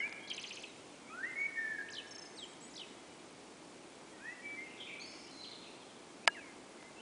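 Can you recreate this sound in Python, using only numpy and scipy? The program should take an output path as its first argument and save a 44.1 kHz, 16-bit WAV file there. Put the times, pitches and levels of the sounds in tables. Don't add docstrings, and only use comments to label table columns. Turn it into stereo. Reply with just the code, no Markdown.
import sys
import numpy as np
from scipy import signal
from scipy.fft import rfft, irfft
from scipy.io import wavfile
from scipy.ndimage import uniform_filter1d, minimum_filter1d

SR = 44100
rng = np.random.default_rng(int(sys.argv[2]) if len(sys.argv) > 2 else 0)


def persist_wave(psi):
    counts = np.round(np.clip(psi, -1, 1) * 32767).astype(np.int16)
    wavfile.write(sys.argv[1], SR, np.atleast_2d(counts).T)


def voltage_ratio(decibels):
    exponent = np.asarray(decibels, float) / 20
    return 10 ** exponent


N = 309141

# start_s, length_s, first_hz, last_hz, level_db
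THRUSH_HELD = [
    (0.004, .07, 2063, 2422, -37.5),
    (1.353, 0.12, 2186, 2242, -36),
    (4.417, .14, 2308, 2304, -50),
]
# start_s, length_s, first_hz, last_hz, level_db
THRUSH_SCOOPS = [
    (1.094, .13, 1209, 1603, -44),
    (4.185, 0.093, 1380, 1880, -48.5),
]
# start_s, length_s, first_hz, last_hz, level_db
THRUSH_FADING = [(0.0, 0.013, 2120, 2080, -30.5), (1.223, 0.067, 1715, 2107, -38.5),
                 (1.285, 0.064, 2120, 2040, -47), (4.268, 0.072, 1860, 2035, -43.5),
                 (4.566, .10, 2086, 2127, -44.5), (1.554, 0.14, 1850, 1754, -38.5),
                 (1.69, .095, 1774, 1690, -42), (1.779, 0.056, 1676, 1624, -42.5)]

# start_s, length_s, first_hz, last_hz, level_db
MIDDLE_NOTES = [(0, .037, 5290, 5020, -64.5), (0, 0.04, 3100, 2770, -52), (1.075, 0.062, 2170, 2580, -58.5),
                (1.25, 0.032, 2680, 2780, -64), (1.285, 0.027, 2770, 2640, -63),
                (3.8, .05, 3180, 2460, -72), (4.13, .07, 1850, 1880, -65), (4.21, .04, 2500, 2460, -61.5),
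                (4.25, .108, 2455, 2700, -62.5), (5.055, .015, 9010, 9150, -68.7),
                (5.105, .015, 9200, 9200, -68.4), (5.265, 0.044, 2900, 3080, -65),
                (6.225, 0.032, 2270, 2650, -63), (6.295, 0.058, 2810, 2850, -60),
                (6.315, .023, 4060, 4100, -65), (6.345, .036, 2350, 1670, -53),
                (6.378, 0.018, 1670, 1648, -52.5), (6.365, 0.087, 2820, 2190, -58),
                (6.455, 0.059, 2180, 2100, -61.5), (6.785, 0.043, 2160, 2010, -63.5),
                (6.83, 0.057, 2000, 2080, -63), (6.965, 0.028, 2630, 2700, -60),
                (6.99, 0.02, 2600, 3130, -58)]
# start_s, level_db
MIDDLE_CHIPS = [(5.818, -61), (5.852, -68), (5.888, -64), (5.96, -66)]

# start_s, length_s, first_hz, last_hz, level_db
FAR_WHISTLES = [(4.995, 0.036, 5950, 6650, -57.5), (5.0, .036, 4150, 4560, -50),
                (5.05, .03, 4750, 5200, -55), (5.10, .04, 6300, 6700, -71), (5.09, .04, 4900, 5460, -63),
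                (5.1, .028, 4360, 4500, -68), (5.135, .07, 5000, 5350, -65), (5.305, .09, 4210, 4100, -59),
                (5.31, .052, 6800, 6450, -66), (5.34, .074, 2384, 2150, -66),
                (5.395, .064, 4130, 4130, -52.5), (5.46, 0.11, 4150, 4116, -57),
                (5.49, .054, 2355, 2093, -64)]
# start_s, level_db
FAR_FLICKS = [(5.438, -52), (5.533, -57.5), (5.634, -59)]
# start_s, length_s, centre_hz, level_db
FAR_BUZZES = [(.0, 0.054, 1665, -53.5), (4.601, .17, 2680, -63.5), (4.774, .10, 3300, -53.5),
              (4.862, .10, 2380, -52.5), (4.899, 0.081, 2910, -61), (5.061, .11, 4920, -61),
              (5.136, .14, 5200, -64.5), (5.401, 0.067, 4300, -56.5), (5.48, 0.083, 3590, -60.5),
              (5.508, .05, 4170, -62), (5.618, .079, 2634, -63), (5.62, 0.094, 3800, -71)]
# time_s, level_db
CHATTER_LEVEL = [(0, -65), (1, -72), (2, -70), (3, -70.5), (3.5, -79), (4, -73.5), (5, -67), (6, -94),
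                 (7.01, -86)]

# pitch_hz, level_db (per Hz)
HUM_AND_HISS = [(15, -56), (25, -35.5), (49, -21), (85, -19.5), (121, -13), (195, -8), (238, -4.5),
                (321, -2.5), (392, -4.5), (467, -7.5), (852, -10.5), (1950, -19.5), (2320, -16),
                (2500, -19.5), (9900, -24.5), (12900, -56), (21800, -120)]
# start_s, peak_db, tilt_db_per_octave
BLOWS = [
    (.0775, -45, 1),
    (.094, -42, 10),
    (0.126, -35.5, 3.5),
    (6.2760, -9, 1.5),
    (6.2767, -19, 23),
    (6.826, -49, -2.5),
]
# pitch_hz, level_db, t60_s
SUPPORT_MODES = [(670, -5.5, 0.019), (940, -7.5, 0.028), (1318, -9, 0.03), (1650, -11, 0.059),
                 (1737, -6.5, 0.028), (2210, -1.5, 0.011), (2900, -6.5, 0.013), (3500, -8.5, 0.0087),
                 (5000, -7.5, 0.014), (6660, -19.5, 0.011), (7200, -24.5, 0.0037), (7700, -25.5, 0.0096),
                 (9200, -25.5, 0.0023)]

# start_s, length_s, first_hz, last_hz, level_db
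NEAR_WHISTLES = [(.195, 0.098, 3200, 3340, -62), (.272, 0.017, 4250, 6640, -58),
                 (.274, 0.011, 4430, 3800, -53), (.284, 0.017, 3800, 5170, -53.5),
                 (.298, 0.0073, 5230, 3500, -55), (.302, .016, 3306, 3124, -39.5),
                 (.312, 0.0092, 3070, 2270, -47), (.655, .06, 4280, 3650, -63),
                 (1.886, .0056, 2150, 3250, -49), (1.898, 0.014, 3400, 7870, -57),
                 (2.352, 0.022, 8740, 8180, -64), (2.37, 0.036, 8200, 8550, -63),
                 (2.39, 0.025, 7500, 7800, -61), (2.418, 0.041, 7900, 7150, -62),
                 (2.48, .033, 9150, 7700, -65.5), (2.515, .02, 8900, 7290, -64),
                 (2.605, .072, 7550, 8080, -59), (2.625, .04, 6700, 6940, -63),
                 (2.7, .038, 6520, 7700, -64)]
# lowest_point_s, fall_db, hook_db, climb_db, inner_db
TRILL_SYLLABLES = [(.322, -46, -50.5, -54.5, -75), (.387, -46, -50, -54, -53),
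                   (0.449, -46, -46.5, -55.5, -54.5), (0.515, -45, -48.5, -55, -55),
                   (.579, -49, -59, -59, -57), (0.646, -48.5, -78, -78, -59)]
# from_lowest_point_s, pitch_hz, level_db
FALL_STROKE = [(-.024, 9800, -9), (-.019, 6500, -6), (-.015, 4600, -7), (-.008, 3250, -2), (-.004, 2500, 1),
               (0, 2300, 1)]
HOOK_STROKE = [(0, 2300, -1.5), (.004, 2700, 0), (.008, 3400, -3)]
CLIMB_STROKE = [(.008, 4180, -3), (.012, 6000, 4), (.016, 6200, -1.5), (.022, 5900, 1), (.028, 6900, -1.5),
                (.033, 9800, -1)]
INNER_STROKE = [(-.052, 5900, -2), (-.046, 4700, -2), (-.040, 4000, 0), (-.025, 5400, 0), (-.017, 3300, -4)]
# start_s, length_s, swings_per_s, level_db
WARBLE_RUNS = [
    (1.912, .097, 60.0, -44.5),
    (2.732, .108, 51.8, -48.5),
]
# share_of_length, low_hz, high_hz, level_db
WARBLE_LIMITS = [(0, 5307, 7700, -10), (.32, 3550, 6147, -.5), (.63, 3007, 4460, -.5), (.8, 2970, 3200, -2),
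                 (1, 2433, 2440, -10.5)]
# start_s, low_voice_db, high_voice_db
TWITTER_PULSES = [(2.07, -60, -67), (2.108, -52, -54), (2.147, -52, -56), (2.181, -52, -54),
                  (2.217, -53, -57), (2.254, -55, -57)]
# time_s, pitch_hz, level_db
LONG_SLIDE = [(2.358, 6280, -57), (2.373, 4660, -58.5), (2.392, 3850, -49.5), (2.414, 3400, -61),
              (2.428, 3240, -44), (2.448, 2940, -52.5)]
# centre_hz, width_hz, lift_db
THROAT_RESONANCE = (3120, 540, 5.2)

# delay_s, level_db
EAVES_ECHOES = [(.0023, -14.5), (.0041, -8), (.0074, -11), (.0118, -7.5), (.019, -15.5), (.031, -14)]
# pitch_hz, t60_s
STREET_DECAY = [(1000, 2.12), (2500, 1.02), (5000, 1.15), (9000, 2.2)]
# pitch_hz, depth_db
DROP_DEPTH = [(700, 40), (1200, 17), (2500, 29), (4000, 19.5), (9000, 9.5)]


def rms_one(x):
    return x / np.sqrt(np.mean(x ** 2) + 1e-20)


def at_hz(points, hz):
    table_hz, values = np.array(points)[:, 0], np.array(points)[:, 1]
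    return np.interp(np.log(hz), np.log(table_hz), values)


def drift(rate_hz, count):
    r = np.exp(-2 * np.pi * rate_hz / SR)
    noise = rng.standard_normal(count + 8000)
    return rms_one(signal.lfilter([1], [1, -2 * r, r * r], noise)[8000:])


def add(out, start_s, sound):
    i = max(round(start_s * SR), 0)
    out[i:i + len(sound)] += sound[:max(N - i, 0)]


def syrinx(hz, db, edge_s, overtone_db):
    t = np.arange(len(hz)) / SR
    phase = 2 * np.pi * np.cumsum(hz) / SR
    overtones = np.sin(2 * phase) + 1.7 * np.sin(3 * phase)
    tone = np.sin(phase) + voltage_ratio(overtone_db) * overtones * (hz < 3300)
    edges = np.clip(np.minimum(t, t[::-1]) / edge_s, 0, 1)
    return np.sqrt(2) * voltage_ratio(db) * tone * np.sin(edges * np.pi / 2) ** 2


def shape(row, bend, peak, rise_db, fade_db):
    start_s, length_s, first_hz, last_hz, db = row
    u = np.linspace(0, 1, max(int(length_s * SR), 8))
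    level_db = db + np.interp(u, [0, np.clip(peak, .02, .98), 1], [-rise_db, 0, -fade_db])
    return start_s, last_hz + (first_hz - last_hz) * (1 - u) ** bend, level_db


def glide(rows, smooth_s):
    s, *columns = np.transpose(rows)
    t = np.arange(s[0], s[-1], 1 / SR)
    width = max(int(smooth_s * SR), 1)
    return s[0], [uniform_filter1d(np.interp(t, s, c), width, mode="nearest") for c in columns]


def whistles(table, bend, flutter_db, waver_hz):
    out = np.zeros(N)
    for row in table:
        start_s, hz, db = shape(row, bend, peak=0.45, rise_db=1.5, fade_db=0.5)
        hz = hz + waver_hz * drift(80, len(hz))
        db = db + flutter_db * drift(54, len(hz))
        add(out, start_s, syrinx(hz, db, edge_s=0.00073, overtone_db=-35.5))
    return out


def roof_thrush():
    out = np.zeros(N)
    sung = [shape(row, bend=1.12, peak=0.3, rise_db=11.5, fade_db=3.0) for row in THRUSH_HELD]
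    sung += [shape(row, bend=1.05, peak=1.0, rise_db=15, fade_db=4.5) for row in THRUSH_SCOOPS]
    sung += [shape(row, bend=1.25, peak=0.23, rise_db=12.5, fade_db=9.5) for row in THRUSH_FADING]
    for start_s, hz, db in sung:
        hz = hz + 12 * drift(60, len(hz))
        db = db + 1.6 * drift(65, len(hz))
        add(out, start_s, syrinx(hz, db, edge_s=0.0065, overtone_db=-38.5))
    return out


def middle_whistlers():
    chips = [(start_s, .023, 3800, 3180, db) for start_s, db in MIDDLE_CHIPS]
    clear = whistles(MIDDLE_NOTES, bend=1.4, flutter_db=-0.9, waver_hz=21)
    return clear + whistles(chips, bend=3.0, flutter_db=1.5, waver_hz=30)


def buzzes():
    out = np.zeros(N)
    shakes_per_s, swing_share = 50, 0.094
    for start_s, length_s, centre_hz, db in FAR_BUZZES:
        count = max(int(length_s * SR), 8)
        regular = np.sin(2 * np.pi * shakes_per_s * np.arange(count) / SR)
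        shake = 0.35 * regular + 0.66 * drift(220, count)
        hz = centre_hz * (np.linspace(1.04, .96, count) + swing_share * (shake - shake.mean()))
        add(out, start_s, syrinx(hz, db + 3.9 * drift(40, count), edge_s=0.0097, overtone_db=-32))
    return out


def far_birds():
    flicks = [(start_s, .014, 4100, 2800, db) for start_s, db in FAR_FLICKS]
    far = whistles(FAR_WHISTLES, bend=2.53, flutter_db=0.5, waver_hz=60)
    return far + whistles(flicks, bend=1.25, flutter_db=3.0, waver_hz=60) + buzzes()


def chatter():
    out = np.zeros(N)
    for when, pitch, bend, length in rng.random((260, 4)):
        count = int((0.022 + 0.058 * length) * SR)
        hz = 2050 * 1.7 ** (pitch ** 2.2) * np.linspace(1, .85 + .3 * bend, count)
        add(out, when * N / SR, syrinx(hz, 0, edge_s=0.021, overtone_db=-33.5))
    s, db = np.transpose(CHATTER_LEVEL)
    return out * voltage_ratio(np.interp(np.arange(N) / SR, s, db))


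def hum_and_hiss():
    hz = np.clip(np.arange(N // 2 + 1) * SR / N, 1, 9500)
    spectrum = rfft(rng.standard_normal(N)) * voltage_ratio(at_hz(HUM_AND_HISS, hz))
    return voltage_ratio(-53.5) * rms_one(irfft(spectrum, N))


def ticks_and_knock():
    out = np.zeros(N)
    start_s, peak_db, tilt_db = np.transpose(BLOWS)
    at = [round(s * SR) for s in start_s]
    for k, (hz, level_db, t60_s) in enumerate(SUPPORT_MODES):
        clicks = np.full(N, 1e-18)
        clicks[at] = voltage_ratio(peak_db + level_db + tilt_db * np.log2(hz / 4500))
        r, w = voltage_ratio(-60 / (t60_s * SR)), 2 * np.pi * hz / SR
        ring = signal.lfilter([0, np.sin(w)], [1, -2 * r * np.cos(w), r * r], clicks)
        out += (-1) ** k * ring
    out[at] += voltage_ratio(peak_db - 10.0)
    return signal.sosfilt(signal.butter(2, 260, "high", fs=SR, output="sos"), out)


def throat_db(hz):
    centre_hz, width_hz, lift_db = THROAT_RESONANCE
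    return lift_db / (1 + ((hz - centre_hz) / width_hz) ** 2)


def trill():
    out = np.zeros(N)
    strokes = (FALL_STROKE, HOOK_STROKE, CLIMB_STROKE, INNER_STROKE)
    for lowest_s, *levels in TRILL_SYLLABLES:
        for stroke, level_db in zip(strokes, levels):
            start_s, (hz, db) = glide(stroke, smooth_s=.003)
            hz = hz * rng.normal(1, 0.0141) + 60 * drift(150, len(hz))
            db = db + level_db + throat_db(hz) - 1.5 + 2.7 * drift(120, len(hz))
            add(out, lowest_s + start_s, syrinx(hz, db, edge_s=0.0011, overtone_db=-28))
    return out


def warble(start_s, length_s, swings_per_s, level_db):
    out = np.zeros(N)
    limits = [(start_s + share * length_s, *rest) for share, *rest in WARBLE_LIMITS]
    start_s, (low_hz, high_hz, db) = glide(limits, smooth_s=0.0045)
    swing = .5 + .5 * np.cos(2 * np.pi * swings_per_s * np.arange(len(low_hz)) / SR)
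    hz = low_hz + (high_hz - low_hz) * swing
    db = db + level_db - 4.7 * np.log2(hz / low_hz)
    db = db + throat_db(hz) - 3.0 + 2.5 * drift(100, len(hz))
    add(out, start_s, syrinx(hz, db, edge_s=0.00087, overtone_db=-28.0))
    return out


def twitter():
    pulse_s, drop_hz, sag_hz_per_s = 0.0172, 279.2, 2000
    high_hz = 6480
    rows = []
    for start_s, low_db, high_db in TWITTER_PULSES:
        low_hz = 5650 - sag_hz_per_s * (start_s - TWITTER_PULSES[0][0])
        rows.append((start_s, pulse_s, low_hz, low_hz - drop_hz, low_db))
        rows.append((start_s, pulse_s, high_hz, high_hz - 0.67 * drop_hz, high_db))
    return whistles(rows, bend=1.3, flutter_db=-0.2, waver_hz=40)


def slide():
    out = np.zeros(N)
    start_s, (hz, db) = glide(LONG_SLIDE, smooth_s=.005)
    hz = hz + 30 * drift(80, len(hz))
    db = db + 1.5 * drift(60, len(hz))
    add(out, start_s, syrinx(hz, db, edge_s=.002, overtone_db=-38))
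    return out


def near_bird():
    song = whistles(NEAR_WHISTLES, bend=1.4, flutter_db=0.1, waver_hz=30)
    return song + trill() + sum(warble(*row) for row in WARBLE_RUNS) + twitter() + slide()


def eaves(x, echo_db):
    out = x.copy()
    for k, (delay_s, db) in enumerate(EAVES_ECHOES):
        add(out, delay_s, (-1) ** k * voltage_ratio(db + echo_db) * x)
    return out


def street():
    t = np.arange(int(1.6 * SR)) / SR
    out = np.zeros(len(t))
    edges_hz = 700 * 2 ** np.arange(0, 4.1, .5)
    for low, high in zip(edges_hz, edges_hz[1:]):
        band_pass = signal.butter(2, [low, high], "band", fs=SR, output="sos")
        band = signal.sosfilt(band_pass, rng.standard_normal(len(t)))
        out += band * voltage_ratio(-60 * t / at_hz(STREET_DECAY, np.sqrt(low * high)))
    out = out * np.clip(t / 0.0061, 0, 1)
    return out / np.sqrt(np.sum(out ** 2))


def scene():
    roof, middle, far, near = roof_thrush(), middle_whistlers(), far_birds(), near_bird()
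    direct = eaves(near + middle, echo_db=-4)
    direct += eaves(voltage_ratio(1.0) * roof, echo_db=-7.5)
    direct += eaves(voltage_ratio(-3) * far, echo_db=-1.0)
    send = voltage_ratio(-9.5) * near + voltage_ratio(-7) * roof + voltage_ratio(-8.0) * middle + voltage_ratio(-3.0) * far + chatter()
    echo = signal.fftconvolve(send, street())[:N]
    mono = direct + echo + ticks_and_knock() + hum_and_hiss()
    return np.array([mono, mono])


def drop_weak_bands(x):
    hz, _, cells = signal.stft(x, SR, nperseg=256)
    level_db = 10 * np.log10(uniform_filter1d(np.abs(cells) ** 2, size=3, axis=0) + 1e-20)
    loudest_db = -minimum_filter1d(minimum_filter1d(-level_db, size=11, axis=1), size=3, axis=0)
    depth_db = at_hz(DROP_DEPTH, np.maximum(hz, 1))[:, None]
    keep = np.clip((level_db - loudest_db + depth_db) / 4.6, 0, 1)
    smear_db = -minimum_filter1d(-level_db, size=3, axis=1) - 21
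    grit = voltage_ratio(smear_db) * np.exp(2j * np.pi * rng.random(cells.shape))
    return signal.istft(cells * keep + grit, SR, nperseg=256)[1][:N]


def band_limit(x):
    return signal.sosfilt(signal.butter(12, 10270, fs=SR, output="sos"), x)


def record(dry):
    mono = signal.sosfilt(signal.butter(2, 25, "high", fs=SR, output="sos"), dry[0])
    mono = drop_weak_bands(mono)
    mono = signal.sosfilt(signal.ellip(12, .5, 60, 10210, fs=SR, output="sos"), mono)
    return band_limit(np.array([mono, mono]))


dry = scene()
out = record(dry)
persist_wave(out)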